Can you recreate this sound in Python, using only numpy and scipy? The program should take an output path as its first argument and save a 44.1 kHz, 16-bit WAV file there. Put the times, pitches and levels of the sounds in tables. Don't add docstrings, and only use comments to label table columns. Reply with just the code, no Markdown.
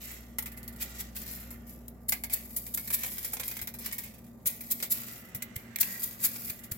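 import sys
import numpy as np
from scipy import signal
from scipy.fft import rfft, irfft
from scipy.io import wavfile
from scipy.ndimage import uniform_filter1d

SR = 44100
rng = np.random.default_rng(int(sys.argv[2]) if len(sys.argv) > 2 else 0)


def file_out(sig):
    cols = np.atleast_2d(sig).T
    lim = np.clip(cols, -1, 1)
    pcm = np.round(lim * 32767).astype(np.int16)
    wavfile.write(sys.argv[1], SR, pcm)


N = 298723
TIME = np.arange(N) / SR

# (frequency [Hz], level [dB], waver [0-1])
MOTOR_TONES = [(117.8, -60.5, 0.22), (187.7, -63, 0.37), (211.8, -64, 0.77), (234.3, -56.5, 0.43),
               (372.3, -73, 0.7), (396, -74.5, 0.49), (1181, -78, 0.2)]
# (time [s], level [dB])
APPLIANCE_SWELL = [(0, -3.5), (.6, 2), (1.4, 2), (3.2, -0.5), (5.3, 0), (6.77, -0.5)]
DRONE_FADE = [(0, -53.5), (1.15, -50.5), (3.9, -60), (5.3, -71), (6.77, -66)]
# (frequency [Hz], level [dB])
AIR_SPECTRUM = [(20, -38), (45, -6), (95, 0.5), (165, -2.5), (225, 4), (290, -5.5), (420, -10), (650, -10),
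                (1000, -21.5), (2000, -29), (3500, -64), (8000, -46), (15500, -43)]
# (frequency [Hz], gain [dB])
LEFT_RESPONSE = [(600, -5), (1100, -3.5), (1500, -1.5), (2000, -3), (2550, -2.5), (3200, 0.5), (4500, 3.5),
                 (7000, 4.5), (8300, 0.5), (10500, 0.5), (15500, -0.5)]
RIGHT_RESPONSE = [(600, -3.5), (1100, 2), (1500, 0.5), (2000, 4), (2550, 4), (3200, 0), (4500, 3.5),
                  (7000, 0.5), (8300, 1), (10500, 2.5), (15500, -5.5)]
# (time [s], level [dB], frequency [Hz])
CAKE_PATS = [(3.62, -42.5, 85), (4.463, -46, 80), (5.348, -35, 120), (5.563, -32, 102), (6.495, -41, 111),
             (6.716, -32.5, 104)]
# (start [s], length [s], level [dB])
HAND_STROKES = [(0.0, 0.11, -60), (0.4, 0.58, -60), (0.83, 0.091, -58.5), (1.17, 0.38, -60),
                (4.44, 0.41, -69), (4.9, 0.87, -56.5), (5.77, 0.98, -62.5)]
# (frequency [Hz], T60 [s], level [dB])
PALM_RESONANCES = [(1430, 0.014, -4.5), (1916, 0.0071, 0.5), (2720, 0.0068, -8.5)]
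JAR_RESONANCES = [(2140, 0.027, -11.5), (2450, 0.009, -3.5), (3480, 0.047, -10.5)]
# (frequency [Hz], level [dB])
RUBBING_SPECTRUM = [(300, -21), (700, -8.5), (1100, -7), (1650, -7), (2000, 3.5), (2400, -2), (3100, -3),
                    (4500, -7.5), (8000, -3), (15000, -36)]
TRICKLE_SPECTRUM = [(500, -6), (1500, -32.5), (3000, -26.5), (5000, -9.5), (6200, -15.5), (7300, -6.5),
                    (9300, -10), (11500, 2), (12800, 4), (14000, 8), (15500, 0)]
RATTLE_SPECTRUM = [(300, -21.5), (1000, -25), (2200, -25.5), (3200, -15.5), (5000, -14), (6200, -13.5),
                   (7300, -4.5), (9000, -7), (11500, 3.5), (13000, 4.5), (14000, 5.5), (15500, 3)]
WALL_SPECTRUM = [(400, -16), (1000, -7), (1550, -3), (2050, 7.5), (2500, 4), (3000, 0.5), (3600, -1),
                 (5400, -4), (8000, 1), (15000, -6.5)]
TRAY_SPECTRUM = [(150, -14), (380, -9), (500, 5), (650, -1.5), (850, 0.5), (1200, -5), (1800, -3),
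                 (4000, -26.5)]
# (time [s], level [dB])
SCRAPE_LEVELS = [(5.68, -82), (5.77, -61), (5.84, -48), (5.95, -51), (6.03, -60), (6.2, -77)]
# (start [s], length [s], trickle [dB], rubbing [dB])
JAR_POURS = [(0.0, 0.15, -44.5, -49), (0.78, 0.25, -54.5, -51), (1.15, 0.073, -44.5, -54),
             (1.25, 0.11, -40, -49.5), (1.66, 0.06, -51.5, -66), (2.3, 0.074, -49, -50.5),
             (2.42, 0.29, -46.5, -68), (2.77, 0.094, -41.5, -54), (2.94, 0.39, -37.5, -48.5),
             (3.43, 0.079, -38, -50.5), (3.8, 0.077, -44, -46.5), (4.0, 0.022, -42.5, -50),
             (4.45, 0.019, -34, -47.5), (4.6, 0.2, -45.5, -58), (4.9, 0.12, -40.5, -47.5),
             (5.06, 0.06, -40.5, -50), (5.78, 0.3, -38, -50), (6.18, 0.31, -40, -51.5)]
# (start [s], end [s], level [dB])
JAR_JIGGLES = [(0.49, 0.98, -43.5), (2.4, 2.72, -47.5), (2.96, 3.3, -38.5), (3.94, 4.06, -38),
               (4.1, 4.28, -55), (5.0, 5.3, -51), (6.55, 6.71, -47.5)]
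# (time [s], rattle [dB], jar wall [dB], tray [dB], length [s])
CLUMP_HITS = [(0.385, -23.5, -34, -46, 0.0084), (0.424, -36, -51, -57, 0.0093),
              (0.4585, -36, -45, -72, 0.017), (0.5675, -46, -65, -78, 0.012),
              (0.678, -31.5, -47.5, -74, 0.0061), (1.506, -40.5, -55, -58, 0.024),
              (1.881, -37.5, -72, -72, 0.0044), (2.1217, -21.5, -28, -41, 0.01),
              (2.2368, -28.5, -36, -50, .01), (2.298, -38, -45, -60, 0.018),
              (2.564, -25.5, -55, -69, 0.014), (2.7743, -27.5, -37.5, -47, 0.01),
              (2.875, -32, -44.5, -69, 0.014), (2.9026, -27.5, -39.5, -44.5, 0.011),
              (3.034, -32, -36, -46.5, .012), (3.1825, -31.5, -42, -64, 0.0055),
              (3.3338, -24.5, -40.5, -42.5, 0.009), (3.3685, -44, -39, -47, 0.0065),
              (3.3974, -28, -35, -44.5, 0.011), (3.4327, -42, -37, -65, 0.0067),
              (3.4801, -27, -44, -55, 0.0084), (3.513, -37.5, -42.5, -53, 0.013),
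              (3.568, -37, -43.5, -53, 0.009), (3.5897, -48, -39.5, -68, 0.0079),
              (3.6147, -32, -43, -57, 0.016), (3.6727, -34, -42, -56, 0.014),
              (3.7394, -37.5, -48.5, -55, 0.016), (3.7866, -38, -54, -61, 0.024),
              (3.8602, -28, -35.5, -72, 0.0073), (3.913, -55, -40, -72, 0.0041),
              (3.9251, -31, -45, -65, 0.019), (4.458, -26, -41.5, -52, .009), (4.608, -33, -48, -67, 0.01),
              (4.8015, -39, -43, -69, 0.0093), (4.826, -26.5, -34.5, -49.5, 0.017),
              (5.3478, -28.5, -45, -57, 0.011), (5.4215, -28, -35.5, -76, .0077),
              (5.7594, -22.5, -29, -66, 0.0017), (5.7866, -30, -36, -51, 0.0017),
              (5.829, -46, -30.5, -68, 0.0052), (6.3605, -42, -44, -53, 0.0068)]
# (crest time [s], rattle [dB], jar wall [dB], swell time [s], left minus right [dB])
JAR_SHAKES = [(0.821, -29, -37, 0.0068, -1), (1.006, -31.5, -40.5, 0.0065, 0),
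              (1.17, -33.5, -42, 0.0066, 0), (2.094, -18, -46, 0.003, 1), (2.339, -19, -47, 0.0048, -0.5),
              (2.747, -21, -51, 0.0027, -1), (2.944, -19.5, -35, 0.0064, -0.5),
              (4.475, -18, -56, 0.0048, 0.5), (4.719, -20, -43, 0.0054, 0.5),
              (4.923, -19.5, -43.5, 0.0071, -1), (5.564, -29.5, -37, 0.0023, -2),
              (5.813, -14, -40, 0.0042, 0.5), (6.039, -22.5, -57, 0.0044, 1.5),
              (6.252, -18, -34.5, 0.0088, 1), (6.502, -27, -38, 0.0032, 1), (6.72, -23.5, -38, 0.0024, 2)]


def undb(db):
    return 10 ** (np.asarray(db) / 20)


def unit(x):
    return x / np.sqrt(np.mean(x ** 2))


def curve(rows):
    times, levels = np.transpose(rows)
    return undb(np.interp(TIME, times, levels))


def gestures(rows, attack_s, release_s, level_column=2):
    power = np.zeros(N)
    for row in rows:
        t = TIME - row[0]
        shape = np.clip(t / attack_s, 0, 1) * np.exp(-np.maximum(t - row[1], 0) / release_s)
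        power += (undb(row[level_column]) * shape) ** 2
    return np.sqrt(power)


def drift(rate_hz):
    hold = int(SR / rate_hz)
    steps = np.repeat(rng.standard_normal(N // hold + 1), hold)
    return unit(uniform_filter1d(uniform_filter1d(steps, hold), hold)[:N])


def butterworth(x, order, hz, kind):
    return signal.sosfilt(signal.butter(order, hz, kind, fs=SR, output="sos"), x)


def colour(x, spectrum, size=2048):
    hz, db = np.transpose(spectrum)
    bin_hz = np.arange(size + 1) * SR / (2 * size)
    gain = undb(np.interp(np.log(bin_hz + 1), np.log(hz), db))
    cepstrum = irfft(np.log(gain))
    cepstrum[1:size] *= 2
    cepstrum[size + 1:] = 0
    response = irfft(np.exp(rfft(cepstrum)))
    return signal.fftconvolve(x, response[None] / np.linalg.norm(response))[:, :N]


def ring(x, hz, t60):
    pole = np.exp((2j * np.pi * hz - np.log(1000) / t60) / SR)
    return signal.lfilter([1], [1, -pole], x).imag * np.sqrt(2 * (1 - abs(pole) ** 2))


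def impacts(per_s, spread_db, scatter_s, shared):
    hits = rng.random(N) < per_s / SR
    size = np.minimum(rng.exponential(size=N), 4)
    energy = hits * undb(spread_db * size) ** 2
    energy = signal.lfilter([1], [1, -np.exp(-2 / (scatter_s * SR))], energy)
    noise = rng.standard_normal((2, N)) + shared * rng.standard_normal(N)
    return unit(np.sqrt(energy) * noise)


def air(level_db=-54, wide_hz=800):
    mid, side = colour(rng.standard_normal((2, N)), AIR_SPECTRUM)
    side = 0.21 * side + 0.65 * butterworth(side, 1, wide_hz, "high")
    return undb(level_db) * np.sqrt(curve(APPLIANCE_SWELL)) * np.array([mid + side, mid - side])


def appliance_hum(drone_hz=59.2, drone_db=1.0):
    hum = undb(drone_db) * curve(DRONE_FADE) * np.sqrt(2) * np.sin(2 * np.pi * drone_hz * TIME)
    for hz, db, waver in MOTOR_TONES:
        sway = max(1 - waver, 0) + waver * (drift(14) + 1j * drift(14))
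        tone = unit((sway * np.exp(2j * np.pi * hz * TIME)).real)
        hum += undb(db) * curve(APPLIANCE_SWELL) * tone
    return hum


def kitchen_reverb(x, level_db=-10, low_t60=0.2, treble_t60=0.13, split_hz=6000):
    t = TIME[:SR // 2]
    noise = rng.standard_normal((2, len(t)))
    low = butterworth(noise, 2, split_hz, "low") * 1000 ** (-t / low_t60)
    treble = butterworth(noise, 2, split_hz, "high") * 1000 ** (-t / treble_t60)
    tail = (low + treble) * (1 - np.exp(-t / 0.004))
    tail /= np.linalg.norm(tail, axis=1, keepdims=True)
    return x + undb(level_db) * signal.fftconvolve(x, tail, axes=1)[:, :N]


def early_reflections(x, echo_db=-3.5, span_s=0.004, count=14):
    out, hop = x.copy(), SR // 5
    gain = undb(echo_db) / np.sqrt(count)
    for start in range(0, N, hop):
        lo, hi = max(start - hop, 0), min(start + hop, N)
        window = np.cos(np.pi / 2 * (np.arange(lo, hi) - start) / hop)
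        for ear in range(2):
            for place, sign in zip(rng.random(count), rng.choice([-1, 1], count)):
                lag = 1 + int(place * span_s * SR)
                out[ear, lo + lag:hi] += sign * gain * (window * x[ear, lo:hi])[:-lag]
    return out / np.sqrt(1 + undb(echo_db) ** 2)


def pats(rise_s=0.0037):
    out = np.zeros(N)
    for s, db, hz in CAKE_PATS:
        t = np.maximum(TIME - s, 0)
        envelope = t / rise_s * np.exp(1 - t / rise_s)
        out += undb(db) * envelope * np.sin(2 * np.pi * hz * t)
    return out


def palm_hollow(strokes, level_db=-3):
    rolling = impacts(per_s=1500, spread_db=1.9, scatter_s=0.0061, shared=0.21) * strokes
    hollow = sum(undb(db) * ring(rolling, hz, t60) for hz, t60, db in PALM_RESONANCES)
    return undb(level_db) * butterworth(hollow, 2, 1000, "high")


def jar_scrape(level_db=-1):
    sliding = impacts(per_s=1500, spread_db=3.5, scatter_s=0.00067, shared=0.47) * curve(SCRAPE_LEVELS)
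    return undb(level_db) * ring(sliding, hz=1940, t60=0.019)


def crunch(uneven, strokes, level_db=-3, settling_db=-75.5, pressing_db=-8):
    pours = gestures(JAR_POURS, attack_s=0.02, release_s=0.074, level_column=3)
    rubbing = uneven * pours + undb(settling_db)
    pressing = undb(pressing_db) * strokes
    grains = impacts(per_s=1100, spread_db=3.4, scatter_s=0.0066, shared=0.41)
    return undb(level_db) * colour(grains * np.hypot(rubbing, pressing), RUBBING_SPECTRUM)


def trickle(uneven, click_db=-8, settling_db=-66):
    flow = uneven * gestures(JAR_POURS, attack_s=0.02, release_s=0.052) + undb(settling_db)
    patter = impacts(per_s=900, spread_db=2.6, scatter_s=0.003, shared=0.2)
    clicks = undb(click_db) * impacts(per_s=45, spread_db=2.5, scatter_s=0.0007, shared=0.6)
    return colour((patter + clicks) * flow, TRICKLE_SPECTRUM)


def small_clumps(gap_s=0.048, jitter=0.25, scatter_db=4.5, wall_db=-12, tray_db=-29, length_s=0.014):
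    slots = np.arange(0, TIME[-1], gap_s)
    deviations = rng.standard_normal((N // 1000, 2))
    rows = []
    for slot, (late, size) in zip(slots, deviations):
        s = slot + jitter * gap_s * late
        for start, end, db in JAR_JIGGLES:
            if start <= s < end:
                level = db + scatter_db * size
                rows.append((s, level, level + wall_db, level + tray_db, length_s))
    return rows


def ticks(rattle_db=0.6, ring_db=-12, tray_db=-3, hold=0.33, detune=0.11):
    force, rings = np.zeros((3, 2, N)), np.zeros((2, N))
    grains = impacts(per_s=10000, spread_db=3.2, scatter_s=0.00042, shared=0.2)
    clumps = CLUMP_HITS + small_clumps()
    grips = rng.uniform(-0.83, 1, (len(clumps), len(JAR_RESONANCES)))
    for (s, *levels, length), grip in zip(clumps, grips):
        span = slice(int(s * SR), int(s * SR) + SR // 10)
        t = TIME[span] - s
        contact = 0.5 * np.exp(-t / 0.0012)
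        chatter = np.exp(-np.maximum(t - hold * length, 0) / length)
        clump = grains[:, span] * (contact + chatter)
        force[:, :, span] += undb(levels)[:, None, None] * clump
        for (hz, t60, db), shift in zip(JAR_RESONANCES, grip):
            rings[:, span] += undb(levels[1] + db) * ring(clump, hz * (1 + detune * shift), t60)
    rattle, wall, tray = force
    jar = colour(wall, WALL_SPECTRUM) + undb(ring_db) * rings
    knock = colour(tray + 1.36 * tray[::-1], TRAY_SPECTRUM)
    return undb(rattle_db) * colour(rattle, RATTLE_SPECTRUM) + jar + undb(tray_db) * knock


def shakes(rattle_db=0.5, wall_db=-2.0, rise=1.21, spill_db=-18, spill_s=0.061, lead=4.0):
    rattle_gain, wall_gain = np.zeros((2, N)), np.zeros(N)
    for s, db, body_db, swell_s, side_db in JAR_SHAKES:
        t = TIME - s
        reach = t / (swell_s * np.where(t < 0, rise, 1))
        crest = np.exp(1 - np.sqrt(1 + reach ** 2))
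        released = np.clip(t / swell_s + lead, 0, 1)
        spill = (t > 0) * undb(spill_db) * np.exp(-np.abs(t) / spill_s)
        shape = np.maximum(crest * released, spill)
        pan = undb([[side_db / 2], [-side_db / 2]])
        rattle_gain += undb(db) * pan * shape
        wall_gain += undb(body_db) * shape
    grains = impacts(per_s=8300, spread_db=1.0, scatter_s=0.001, shared=0.38)
    rattle = undb(rattle_db) * colour(grains * rattle_gain, RATTLE_SPECTRUM)
    wall = undb(wall_db) * colour(grains * wall_gain, WALL_SPECTRUM)
    return rattle + wall


def scene():
    jar = shakes() + ticks()
    uneven = undb(1.5 * drift(rate_hz=25))
    strokes = gestures(HAND_STROKES, attack_s=0.058, release_s=0.14)
    sprinkles = jar + trickle(uneven) + crunch(uneven, strokes) + palm_hollow(strokes) + jar_scrape()
    left, right = early_reflections(sprinkles)
    at_ears = np.vstack([colour(left[None], LEFT_RESPONSE), colour(right[None], RIGHT_RESPONSE)])
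    return kitchen_reverb(at_ears) + pats() + appliance_hum() + air()


def record(dry):
    return signal.sosfilt(signal.ellip(10, 0.2, 70, 16050, fs=SR, output="sos"), dry)


dry = scene()
out = record(dry)
file_out(out)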